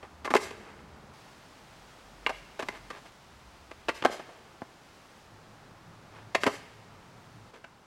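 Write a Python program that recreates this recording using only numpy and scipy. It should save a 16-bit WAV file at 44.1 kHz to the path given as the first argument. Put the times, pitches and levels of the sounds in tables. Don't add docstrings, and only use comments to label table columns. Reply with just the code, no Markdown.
import sys
import numpy as np
from scipy import signal
from scipy.fft import rfft, irfft, next_fast_len
from scipy.io import wavfile

SR = 44100
rng = np.random.default_rng(int(sys.argv[2]) if len(sys.argv) > 2 else 0)


def to_wav(s):
    ch = np.atleast_2d(s).T
    pcm = np.round(np.clip(ch, -1, 1) * 32767)
    wavfile.write(sys.argv[1], SR, pcm.astype(np.int16))


N = 346626

REGISTER_EDGES = [205, 550, 1400, 3100, 16000]
REGISTER_TONE = [0, 2, -0.5, -10.5]
# (time [s], clatter decay [s], level [dB],
# hardness [dB per register], struck spot's pitch [Hz], spot over the level [dB])
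HITS = [(0.027, .015, -44.5, -1, 780, -8.5), (0.2456, 0.014, -32.5, 1.8, 590, -26),
        (0.2764, 0.0033, -38.5, -3.5, 1100, 5), (0.3029, 0.01, -29.5, -0.1, 255, -7.5),
        (0.3388, .0022, -26, 0, 880, 3.5), (0.348, 0.0044, -30, 5.5, 414, 8.5),
        (0.3521, 0.0044, -22, -2, 424, -5), (0.363, 0.0076, -29, 5, 1680, -4),
        (0.507, 0.0067, -42.5, 0.8, 410, -7), (2.2643, 0.0022, -34.5, -4.5, 2380, 10.5),
        (2.269, 0.0032, -34.5, 1, 1150, 2), (2.292, 0.0097, -34.5, 1.7, 633, 1),
        (2.5918, 0.012, -32, 0, 487, -16), (2.622, 0.0083, -35.5, 0.7, 287, -11),
        (2.6863, 0.0033, -33.5, 1, 1570, -6.5), (2.902, 0.0079, -38.5, 0.7, 1670, -14),
        (3.052, 0.014, -52, 4.5, 650, -6), (3.711, 0.0061, -43.5, -1.5, 2290, -11),
        (3.8841, .01, -25, -1, 1860, -10.5), (4.024, 0.0034, -36, -3, 2900, -3),
        (4.039, 0.0037, -39.5, -1.5, 1000, -1), (4.0491, 0.0046, -23.5, 0, 395, -2),
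        (4.0545, 0.0016, -20.5, -4.5, 740, -1.5), (4.061, .0015, -28.5, -0.5, 590, -11),
        (4.098, .0023, -41.5, -10, 600, -5), (4.195, .007, -41, -3.5, 600, -12),
        (4.288, 0.0098, -52, -6, 730, 1), (4.6187, 0.0035, -39, -6.5, 943, -12),
        (6.347, 0.0088, -31, 3, 645, 3.5), (6.3501, 0.0045, -26, 2, 2000, 0),
        (6.4351, 0.0016, -28, 1.2, 1820, -9), (6.4407, 0.002, -32, 3.5, 1900, -18),
        (6.458, 0.0069, -30, -5.5, 440, -3), (6.465, 0.0056, -24.5, 1.5, 403, -9),
        (6.4714, 0.0096, -25.5, -1.2, 552, -7.5), (7.535, 0.029, -49, 2, 400, -5),
        (7.642, .005, -48, -1, 1670, -2.5)]
def knocks(level_samples=441):
    out = np.zeros((len(REGISTER_TONE), N + SR))
    for s, clatter_s, db, hardness_db, spot_hz, spot_db in HITS:
        hit, spot = contact(clatter_s, spot_hz)
        at = int(s * SR)
        shares = unit(from_db(REGISTER_TONE + hardness_db * np.arange(len(REGISTER_TONE))))
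        for k, (low, high) in enumerate(zip(REGISTER_EDGES, REGISTER_EDGES[1:])):
            part = shares[k] * unit(band(hit, low, high))
            if low <= spot_hz < high:
                part = part + from_db(spot_db) * unit(band(spot, low, high))
            polarity = (-1) ** k
            out[k, at:at + len(hit)] += polarity * from_db(db) * np.sqrt(level_samples) * part
    return out[:, :N]


def contact(clatter_s, spot_hz, brief_s=0.0021, ticks_per_s=6000, spread_db=4.5, top_hz=6500, size=6000):
    t = np.arange(size) / SR
    ticks = (rng.random(size) < ticks_per_s / SR) * rng.choice([-1, 1], size)
    spray = ticks * from_db(spread_db * rng.standard_normal(size))
    attack = 1 - np.exp(-t / (0.077 * clatter_s))
    decay = np.exp(-(t / (1.57 * clatter_s)) ** 2)
    force = unit(spray * attack * decay)
    force[0] += 2 / (1 + (clatter_s / brief_s) ** 2)
    spot_t60 = .02 * (spot_hz / 500) ** -1.35
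    lowpass = signal.butter(2, top_hz, fs=SR, output="sos")
    return signal.sosfilt(lowpass, board(force)), ring(force, spot_hz, spot_t60)


# (pitch [Hz], level over the bare contact [dB])
BOARD_MODES = [(291, -4), (400, 2), (505, -4), (650, 0), (853, 1), (995, -1), (1175, 1), (1562, 0),
               (1730, -1), (2100, -1), (2510, -4), (3145, -12), (3877, -8), (4420, -7), (5005, -5),
               (5933, -5), (7575, -8)]
def board(force, t60=.024):
    offsets_db = 0.42 * rng.standard_normal(len(BOARD_MODES))
    return force + sum(from_db(db + offset) * ring(force, hz, t60)
                       for (hz, db), offset in zip(BOARD_MODES, offsets_db))


# (time [s], level over 10 ms [dB])
FOOTFALLS = [(2.597, -62), (2.628, -48), (4.022, -46), (4.048, -42), (4.62, -44.5), (6.47, -36.5)]
def thuds(low_hz=75, high_hz=240, level_samples=441):
    out = np.zeros(N)
    push = unit(band(signal.unit_impulse(10 * level_samples), low_hz, high_hz))
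    for s, db in FOOTFALLS:
        at = int(s * SR)
        out[at:at + len(push)] += from_db(db) * np.sqrt(level_samples) * push
    return out


def rolling(low_hz=260, high_hz=2500, bump_db=4.5, grains_per_s=3000):
    grains = (rng.random(N) < grains_per_s / SR) * rng.standard_normal(N)
    bumps = from_db(bump_db * drift(5.7))
    return wheel_load() * rms_one(band(board(grains * bumps), low_hz, high_hz))


# (start [s], end [s], level at full load [dB])
WHEEL_RUNS = [(.35, 2.28, -45.5), (2.16, 3.5, -54), (2.66, 2.88, -48), (2.9, 3.02, -42.5),
              (4.04, 4.65, -48), (6.09, 6.4, -53), (6.45, 6.8, -43.5)]
def wheel_load(attack_s=0.098, release_s=0.12, settle_db_per_s=79.5, coast_db=-27.5):
    t, load = np.arange(N) / SR, 0
    for start, end, db in WHEEL_RUNS:
        age = np.maximum(t - start, 0)
        attack = np.minimum(age / attack_s, 1)
        pressed = from_db(-settle_db_per_s * np.maximum(age - attack_s, 0)) + from_db(coast_db)
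        release = np.clip((end - t) / release_s, 0, 1)
        load = load + from_db(db) * attack * pressed * release
    return load


ECHO_SENDS = [1.5, -2.5, 2.5, -0.5, -8]
# (tree line gain [dB], tree line t60 [s], deep wood gain [dB])
TREE_RETURNS = [(-24.5, 0.21, -23), (-19, 0.19, -27), (-15.5, 0.41, -20.5), (-6.5, 0.25, -18)]
def park_echo(registers, tree_delay_s=0.046):
    out, send = 0, from_db(stepped(ECHO_SENDS))
    for part, (db, t60, wood_db) in zip(registers, TREE_RETURNS):
        ground = from_db(-11) * scatter(delay_s=.004, rise_s=0.0017, t60=0.16)
        trees = from_db(db) * scatter(tree_delay_s, rise_s=0.016, t60=t60)
        wood = from_db(wood_db) * scatter(tree_delay_s, rise_s=0.013, t60=1.7)
        out = out + signal.fftconvolve(part, ground)[:N]
        out = out + signal.fftconvolve(part * send, trees + wood)[:N]
    return out


def scatter(delay_s, rise_s, t60):
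    t = np.maximum(np.arange(SR) / SR - delay_s, 0)
    swell = 1 - np.exp(-(t / rise_s) ** 2)
    return unit(rng.standard_normal(SR) * swell * from_db(-60 * t / t60))


TRAFFIC_LEVELS = [-54.5, -56, -57.5, -55.5, -58.5]
# (frequency [Hz], relative level [dB])
TRAFFIC_TONE = [(20, -3), (50, -0.5), (120, 4), (250, 1), (480, -2), (900, -1.5), (1400, -5), (2200, -14.5),
                (4000, -33), (16000, -60)]
def traffic(sway_db=0.43):
    return from_db(stepped(TRAFFIC_LEVELS) + sway_db * drift(3.2)) * coloured(TRAFFIC_TONE)


LEAF_LEVELS = [-62, -57.5, -59, -60.5, -64]
# (frequency [Hz], relative level [dB])
LEAF_TONE = [(20, -58), (800, 7), (1600, 3), (2500, 2), (5000, -2), (7500, -7.5), (10000, -12.5),
             (13000, -18.5), (16000, -18)]
def leaves(sway_db=0.43):
    return from_db(stepped(LEAF_LEVELS) + sway_db * drift(1.6)) * coloured(LEAF_TONE)


# (start [s], end [s], pitch [Hz], bandwidth [Hz], level [dB])
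ENGINE_DRONES = [(0, 1.142, 75.6, 24, -60), (0.49, 1.13, 145.7, 23, -63.5), (0.496, 1.13, 213.4, 31, -60),
                 (1.696, 3.125, 46, 4.2, -61.5), (3.245, 4.13, 63, 29, -62.5),
                 (5.296, 7.5, 109.7, 12, -61.5), (5.345, 7.494, 158, 120, -61)]
def engines(fade_s=0.0044):
    t, out = np.arange(N) / SR, 0
    for start, end, centre_hz, width_hz, db in ENGINE_DRONES:
        gate = np.clip(np.minimum(t - start, end - t) / fade_s, 0, 1)
        drone = noise(lambda hz: 1 / (1 + ((hz - centre_hz) / (width_hz / 2)) ** 2))
        out = out + from_db(db) * gate * drone
    return out


STRETCH_CUES = [0, 1.135, 3.1, 5.27, 7.51]
def stepped(levels):
    stretch = np.searchsorted(STRETCH_CUES, np.arange(N) / SR, "right") - 1
    return np.array(levels)[stretch]


def ring(force, hz, t60):
    r, w = from_db(-60 / (t60 * SR)), 2 * np.pi * hz / SR
    return signal.lfilter([1, 0, -1], [1, -2 * r * np.cos(w), r * r], force + 1e-18) * (1 - r * r) / 2


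def band(x, low_hz, high_hz):
    return signal.sosfilt(signal.butter(2, [low_hz, high_hz], "band", fs=SR, output="sos"), x)


def noise(gain_at):
    size = next_fast_len(N, True)
    hz = np.maximum(np.fft.rfftfreq(size, 1 / SR), 1e-3)
    return rms_one(irfft(rfft(rng.standard_normal(size)) * gain_at(hz), size)[:N])


def coloured(tone):
    points_hz, db = np.transpose(tone)
    return noise(lambda hz: from_db(np.interp(np.log(hz), np.log(points_hz), db)) * (hz > 15))


def drift(rate_hz):
    return noise(lambda hz: 1 / (1 + (hz / rate_hz) ** 2))


def from_db(db):
    return 10 ** (np.asarray(db) / 20)


def rms_one(x):
    return x / np.sqrt(np.mean(x ** 2) + 1e-20)


def unit(x):
    return x / np.sqrt(np.sum(x ** 2) + 1e-20)


def scene():
    registers = knocks()
    skateboard = registers.sum(axis=0) + thuds() + park_echo(registers) + rolling()
    return (skateboard + traffic() + leaves() + engines())[None]


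def record(dry, cutoff_hz=15900):
    return signal.sosfilt(signal.ellip(10, .1, 70, cutoff_hz, fs=SR, output="sos"), dry)


dry = scene()
out = record(dry)
to_wav(out)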